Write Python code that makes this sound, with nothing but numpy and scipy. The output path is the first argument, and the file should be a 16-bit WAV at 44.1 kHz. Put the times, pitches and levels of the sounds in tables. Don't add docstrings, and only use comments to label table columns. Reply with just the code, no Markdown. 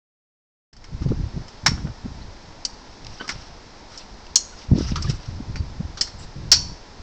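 import sys
import numpy as np
from scipy import signal
from scipy.fft import irfft, next_fast_len
from scipy.io import wavfile
from scipy.ndimage import uniform_filter1d, minimum_filter1d

SR = 44100
rng = np.random.default_rng(int(sys.argv[2]) if len(sys.argv) > 2 else 0)


def wav_out(sig):
    wavfile.write(sys.argv[1], SR, np.round(np.clip(np.atleast_2d(sig).T, -1, 1) * 32767).astype(np.int16))


N = 309582
TIME_S = np.arange(N) / SR
START_S = .728


def amp(db):
    return 10 ** (np.asarray(db) / 20)


def unit(x):
    return x / np.sqrt(np.mean(x ** 2) + 1e-20)


def add(mix, time_s, sound):
    span = mix[round(time_s * SR):][:len(sound)]
    span += sound[:len(span)]


def noise(spectrum, size, low_db=0):
    fft_size = next_fast_len(size, True)
    hz = np.fft.rfftfreq(fft_size, 1 / SR) + 1
    knots_hz, knots_db = np.transpose(spectrum)
    curve_db = np.interp(np.log(hz), np.log(knots_hz), knots_db)
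    shape = amp(curve_db) / (1 + (hz / knots_hz[-1]) ** 8)
    shelf = amp(low_db / (1 + (hz / 3000) ** 8))
    phasors = np.exp(2j * np.pi * rng.random(len(hz)))
    return irfft(unit(shape) * shelf * phasors, fft_size, norm="ortho")[:size]


def lowpass(x, cutoff_hz):
    return signal.oaconvolve(x, signal.firwin(255, cutoff_hz, window=("kaiser", 8), fs=SR), "same")


# (frequency [Hz], density [dB])
HISS_SPECTRUM = [(120, -31), (200, -0.5), (284, -0.5), (403, -2.5), (436, -3), (650, -4), (953, -2),
                 (1210, -9.5), (1330, -7.5), (1460, -10), (1800, -10), (2950, -16), (5320, -9.5),
                 (7550, -26), (9000, -44.5), (11700, -74), (19800, -120)]


def hiss(level_db=-46, start_offset_db=-15, settle_s=0.11):
    settling = np.exp(-np.maximum(TIME_S - START_S, 0) / settle_s)
    return amp(level_db + start_offset_db * settling) * noise(HISS_SPECTRUM, N)


# (time [s], length [s], level [dB])
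WIND_GUSTS = [ (0.926, 0.033, -30), (1.019, 0.12, -23.5), (1.182, 0.072, -24.5), (1.349, 0.058, -26.5),
              (1.651, .24, -26), (2.048, 0.27, -34.5), (2.478, 0.026, -37.5), (3.024, .1, -37),
              (3.33, 0.053, -38), (3.508, 0.026, -39), (4.124, 0.014, -39), (4.3, 0.022, -39.5),
              (4.704, 0.28, -24), (4.98, 0.18, -25), (5.283, 0.15, -31), (5.481, 0.17, -28.5),
              (5.706, 0.31, -35.5), (6.142, 0.14, -35), (6.367, 0.35, -29), (6.976, 0.027, -38), ]


def gust_envelope_db(rise_s=0.016, fall_s=0.032, sag_db_per_s=9.5, breeze_db=-45):
    power = amp(breeze_db) ** 2
    for time_s, length_s, level_db in WIND_GUSTS:
        since_s = TIME_S - time_s
        early_s, age_s, late_s = np.maximum([-since_s, since_s, since_s - length_s], 0)
        edges = np.exp(-early_s / rise_s - late_s / fall_s)
        power = power + (amp(level_db - sag_db_per_s * age_s) * edges) ** 2
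    return 10 * np.log10(power)


# (peak time [s], level [dB], frequency [Hz], half-length [s])
EDDIES = [ (0.949, -26, 69.5, 0.029), (1.063, -14, 162.6, 0.019), (1.106, -17.5, 126, .025),
          (1.12, -21, 246, 0.024), (1.372, -25, 160, .025), (1.692, -21.5, 149, .02),
          (1.719, -19, 186, 0.0074), (1.852, -21, 175, .014), (2.06, -25, 186, .015),
          (4.724, -10, 123.6, .028), (4.736, -11.5, 209.5, 0.014), (4.759, -17.5, 201, .017),
          (4.785, -20, 286, .016), (4.809, -18.5, 167, 0.0094), (4.923, -16.5, 182, 0.0094),
          (5.097, -14, 126.4, 0.021), (5.289, -26.5, 107, 0.018), (5.406, -26.5, 173, .012),
          (5.608, -18, 76.3, 0.022), (5.806, -20.5, 150, 0.015), (5.855, -26, 87, 0.027), ]


def eddy(level_db, hz, half_length_s, waver=0.32, steepening=0.21):
    size = round(2 * half_length_s * SR)
    drift = noise([(10, 0.5), (100, 1.0), (300, -12.5), (600, -57.5)], size)
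    phase = 2 * np.pi * (np.cumsum(hz * np.exp(waver * drift)) / SR + rng.random())
    swell = np.hanning(size) ** 2
    return amp(level_db) * np.sqrt(2) * swell * np.sin(phase + steepening * swell * np.sin(2 * phase))


# (frequency [Hz], density [dB])
CALM_SPECTRUM = [(8, 1.5), (25, 5.5), (70, -4), (130, -9), (200, -14), (320, -33), (550, -26.5)]
GUST_SPECTRUM = [(15, -8.5), (40, 3), (80, 5), (140, 0.5), (220, -8.5), (320, -14.5), (500, -31.5),
                 (900, -46.5), (2000, -88)]


def wind(calm_db=-1, gust_db=-2, crossover_db=-36, flutter_db=2):
    level_db = gust_envelope_db()
    gust_share = 1 / (1 + np.exp((crossover_db - level_db) / 3))
    flutter = unit(amp(flutter_db * noise([(2, -1.5), (30, 15), (70, -36.5)], N)))
    calm = amp(calm_db) * np.sqrt(1 - gust_share) * noise(CALM_SPECTRUM, N)
    gusty = amp(gust_db) * np.sqrt(gust_share) * noise(GUST_SPECTRUM, N)
    rumble = amp(level_db) * (calm + gusty) * flutter
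    for peak_s, eddy_db, hz, half_length_s in EDDIES:
        add(rumble, peak_s - half_length_s, eddy(eddy_db, hz, half_length_s))
    return rumble


def lane(direct, scatter_db=-19, t60_s=0.48, delay_s=0.0098, echoes_per_s=2000):
    t = np.arange(SR // 2) / SR
    echoes = rng.choice([-1, 1], len(t)) * (rng.random(len(t)) < echoes_per_s / SR)
    tail = echoes * (t > delay_s) * amp(-60 * t / t60_s)
    return direct + amp(scatter_db) * signal.oaconvolve(direct, tail / np.linalg.norm(tail))[:N]


# (time [s], length [s], start [Hz], end [Hz], level [dB], drop to first overtone [dB])
GLIDES = [ (2.206, 0.034, 3630, 4800, -51, 32), (3.195, 0.03, 1505, 1525, -33, 4.5),
          (3.235, 0.029, 1290, 1210, -40, 24), (4.518, 0.033, 1560, 1370, -47.5, 12),
          (5.041, 0.018, 1230, 1160, -36.5, 8.5), (5.07, 0.017, 1750, 1680, -40, 20),
          (5.551, 0.069, 4630, 4600, -46, 39), ]
BIRD_CHIRP = GLIDES[:1]
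FRAME_SQUEAKS = GLIDES[1:]


def glide(length_s, start_hz, end_hz, level_db, drop_db, waver=0.013, flutter_db=3):
    size = round(length_s * SR)
    drift, flutter = (unit(uniform_filter1d(rng.standard_normal(size), size=60)) for _ in range(2))
    pitch_hz = np.linspace(start_hz, end_hz, size) * (1 + waver * drift)
    phase = 2 * np.pi * np.cumsum(pitch_hz) / SR
    tone = sum(amp(-drop_db * k * (k + 1) / 2) * np.sin((k + 1) * phase) for k in range(3))
    return amp(level_db) * unit(tone * amp(flutter_db * flutter)) * signal.windows.tukey(size, .7)


# (frequency [Hz], width [Hz], level [dB])
TUBE_BANDS = [(930, 660, -5), (1360, 210, -4.5), (1970, 410, -6.5), (2840, 400, -3.5), (3850, 790, -1.5),
              (4330, 540, -3), (4920, 240, -1), (5530, 430, 3), (6000, 170, -21), (7430, 480, -20.5)]
# (time [s], length [s], level [dB], gain above 6.5 kHz [dB])
TUBE_SLIDES = [(1, 0.056, -51.5, -15), (2.959, 0.63, -49, 3), (3.293, 0.042, -35.5, -11),
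               (3.88, 0.18, -46, 8), (4.549, 0.12, -46, 1.5), (4.724, 0.25, -38.5, -8),
               (4.97, 0.23, -43.5, 10.5), (5.08, 0.046, -37, 7), (5.162, 0.19, -49.5, 0),
               (6.18, 0.084, -46, 24)]


def slide(length_s, level_db, treble_db, grain_db=4, slips_per_s=70):
    t = np.arange(round(length_s * SR)) / SR
    scrape = 0
    for hz, width_hz, db in TUBE_BANDS:
        slips = np.interp(t * slips_per_s, np.arange(len(t)), rng.standard_normal(len(t)))
        rub = rng.standard_normal(len(t)) * amp(grain_db * slips)
        band = signal.filtfilt(*signal.iirpeak(hz, hz / (2 * width_hz), SR), rub)
        scrape = scrape + amp(db + treble_db * (hz > 6500)) * unit(band)
    return amp(level_db) * unit(scrape) * signal.windows.tukey(len(t), .6)


def grit(length_s, slide_db, ticks_per_s=45, offset_db=-3, spread_db=4):
    size = round(length_s * SR)
    releases = rng.random(size) < ticks_per_s / SR
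    strengths = amp(spread_db * np.clip(rng.standard_normal(size), -2, 2))
    return signal.oaconvolve(releases * strengths, blow(slide_db + offset_db, "tick", 0))


PART_SPECTRA = { "joint": [(260, -6), (500, -23.5), (900, -5), (1400, -2), (1700, -3.5), (2100, -2),
                (2800, -14.5), (3600, -7), (4800, -1.5), (5500, 3), (6300, -8), (7900, -14), (9000, -40)],
                "catch": [(300, -22.5), (700, -32), (1400, -22.5), (2000, -18.5), (2600, -27), (3050, -13),
                (3700, -25.5), (4600, -9.5), (5300, -1.5), (6100, -14), (7600, -17.5), (8500, -30),
                (9000, -35)], "stud": [(500, -27), (1000, -26), (2000, -23), (2400, -36), (3050, -14),
                (3500, -29), (4150, -14.5), (4950, -1), (5500, -7), (6100, -14), (6800, -15), (7900, -18.5),
                (9000, -40)], "pin": [(400, -32.5), (1100, -24.5), (1600, -30), (2450, -32), (3150, -17),
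                (3860, -22.5), (4280, -7.5), (4600, -11), (5600, -0.5), (6100, -9.5), (6600, -1.5),
                (7700, -12.5), (9000, -30.5)], "lock": [(200, -51), (400, -21.5), (700, -20.5),
                (1000, -17.5), (1600, -15), (2900, -16), (3700, -14), (4100, -7.5), (4500, 0), (5000, -4.5),
                (5500, 2.5), (6200, -7.5), (7300, -15), (9000, -33)], "tick": [(500, -26), (2000, -22),
                (2700, -3), (3600, -7), (4700, 7), (6500, -3), (8500, -22)], "tube": [(400, -22),
                (800, -11.5), (1200, 7.5), (1700, -2.5), (2500, -8), (3500, -3), (4500, -4.5), (5900, -1),
                (7000, -12), (9000, -34)], "stop": [(100, -9), (300, 9), (800, -4.5), (1600, 0.5),
                (2500, -13), (3200, -4.5), (4500, -23), (9000, -50)], }
PART_MODES = { "joint": [(969, -15, .12), (1410, -12, .19), (1760, -9, .11), (2067, -2, .055),
              (2200, 0, .05), (4495, -15, .18), (4872, -15, .15), (5426, -3, .17), (5490, 1, .13),
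              (5620, -2, .08)], "catch": [(3575, -20, .21), (4194, -15, .35), (4457, -21, .5),
              (5109, -8, .12), (5265, -2, .09), (5835, -3, .08), (6153, -11, .11), (6438, -10, .11)],
              "stud": [(5040, 5, .04), (5650, 6, .07), (6445, -5, 0.083)], "pin": [(4317, -2, .12),
              (5830, 0, .11), (6261, -8, .11), (6490, -4, .12), (6982, -5, .12), (7488, -8, .06)],
              "lock": [(969, -19, .6), (1486, -26, .37), (4105, -13, .25), (4476, -1, .42), (4653, -6, .3),
              (4875, -14, .5), (5366, -8, .25), (5440, -5, .28), (5534, -12, .39), (5630, -8, .28),
              (5765, -6, .25), (5876, -8, .25), (5970, -15, .36), (6100, -11, .29), (6212, -16, .4),
              (6470, -12, .25)], "tick": [(2620, 14, 0.043), (4640, -7, .04)], "tube": [(1200, -4, 0.11),
              (1370, 2, 0.13), (4610, 1, 0.24), (6100, -10, 0.087)], "stop": [(1275, -6, .07),
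              (1517, -9, 0.15)], }
PART_DECAY = {"joint": (0.062, -11, -15.5), "catch": (0.052, -12.5, -17), "stud": (0.041, -17.5, -34),
              "pin": (0.058, -15, -20), "lock": (.072, -24.5, -13), "tick": (0.011, -31, -38.5),
              "tube": (0.12, -11.5, -17), "stop": (0.036, -7, -11.5)}
# (time [s], level [dB], part, clatter gain below 3 kHz [dB])
FRAME_BLOWS = [ (.731, -46.5, "catch", 11), (.765, -43.5, "catch", 5.5), (.841, -40, "catch", 13.5),
               (1.02, -44, "tube", 2.5), (1.085, -43, "tube", -1), (1.481, -38, "catch", 8),
               (1.6616, -6, "joint", 1.5), (1.777, -37.5, "stop", 5.5), (1.87, -41, "stop", 8.5),
               (2.65, -12.5, "stud", -2.5), (3.047, -28, "tick", -3), (3.0673, -22.5, "tick", 9.5),
               (3.2095, -26.5, "stop", 2), (3.278, -30, "stud", 17), (3.2905, -20, "joint", 4),
               (3.975, -29.5, "catch", -12), (4.267, -33, "tick", 14), (4.357, -2.5, "pin", 2.5),
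               (4.784, -31.5, "catch", -5.5), (4.957, -26, "tube", 4), (5.023, -23.5, "catch", -3),
               (5.097, -26.5, "catch", 8), (5.557, -34, "lock", 16.5), (5.972, -29.5, "tube", -5),
               (6.0104, -9, "catch", -3.5), (6.072, -34, "joint", -1), (6.5165, 4.5, "lock", -2.5), ]


def blow(level_db, part, body_db, rise_s=0.00089, shiver_t60_s=0.17, chatter_db=2):
    t = np.arange(SR // 2) / SR
    clatter_t60_s, ring_db, shiver_db = PART_DECAY[part]
    bounce = noise([(150, -4.5), (400, 2.0), (700, -33.0)], len(t))
    chatter = unit(amp(chatter_db * bounce))
    attack = 1 - np.exp(-t / rise_s)
    envelope = attack * np.hypot(amp(-60 * t / clatter_t60_s), amp(shiver_db - 60 * t / shiver_t60_s))
    crowd = noise(PART_SPECTRA[part], len(t), low_db=body_db)
    clatter = unit(crowd * chatter * envelope) * crowd.std() * envelope.std()
    modes = sum(amp(db - 60 * t / t60_s) * np.sin(2 * np.pi * (hz * t + rng.random()))
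                for hz, db, t60_s in PART_MODES[part])
    return amp(level_db) * (clatter + amp(ring_db) * attack * modes)


def scene():
    direct = np.zeros(N)
    layers = (blow, FRAME_BLOWS), (slide, TUBE_SLIDES), (glide, BIRD_CHIRP), (glide, FRAME_SQUEAKS)
    for source, events in layers:
        for time_s, *settings in events:
            add(direct, time_s, source(*settings))
    for time_s, length_s, level_db, _ in TUBE_SLIDES:
        add(direct, time_s, grit(length_s, level_db))
    return (lane(direct) + wind() + hiss())[None]


def record(dry):
    limit, clip_at = .85, .72
    gate = np.clip((TIME_S - START_S) / .002, 0, 1)
    narrow = lowpass(dry[0] * gate, cutoff_hz=8700)
    gain = limit / np.maximum(abs(narrow), limit)
    limited = narrow * uniform_filter1d(minimum_filter1d(gain, size=7), size=7)
    clipped = np.clip(limited, -clip_at, clip_at)
    return lowpass(clipped, cutoff_hz=16200)[None]


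dry = scene()
out = record(dry)
wav_out(out)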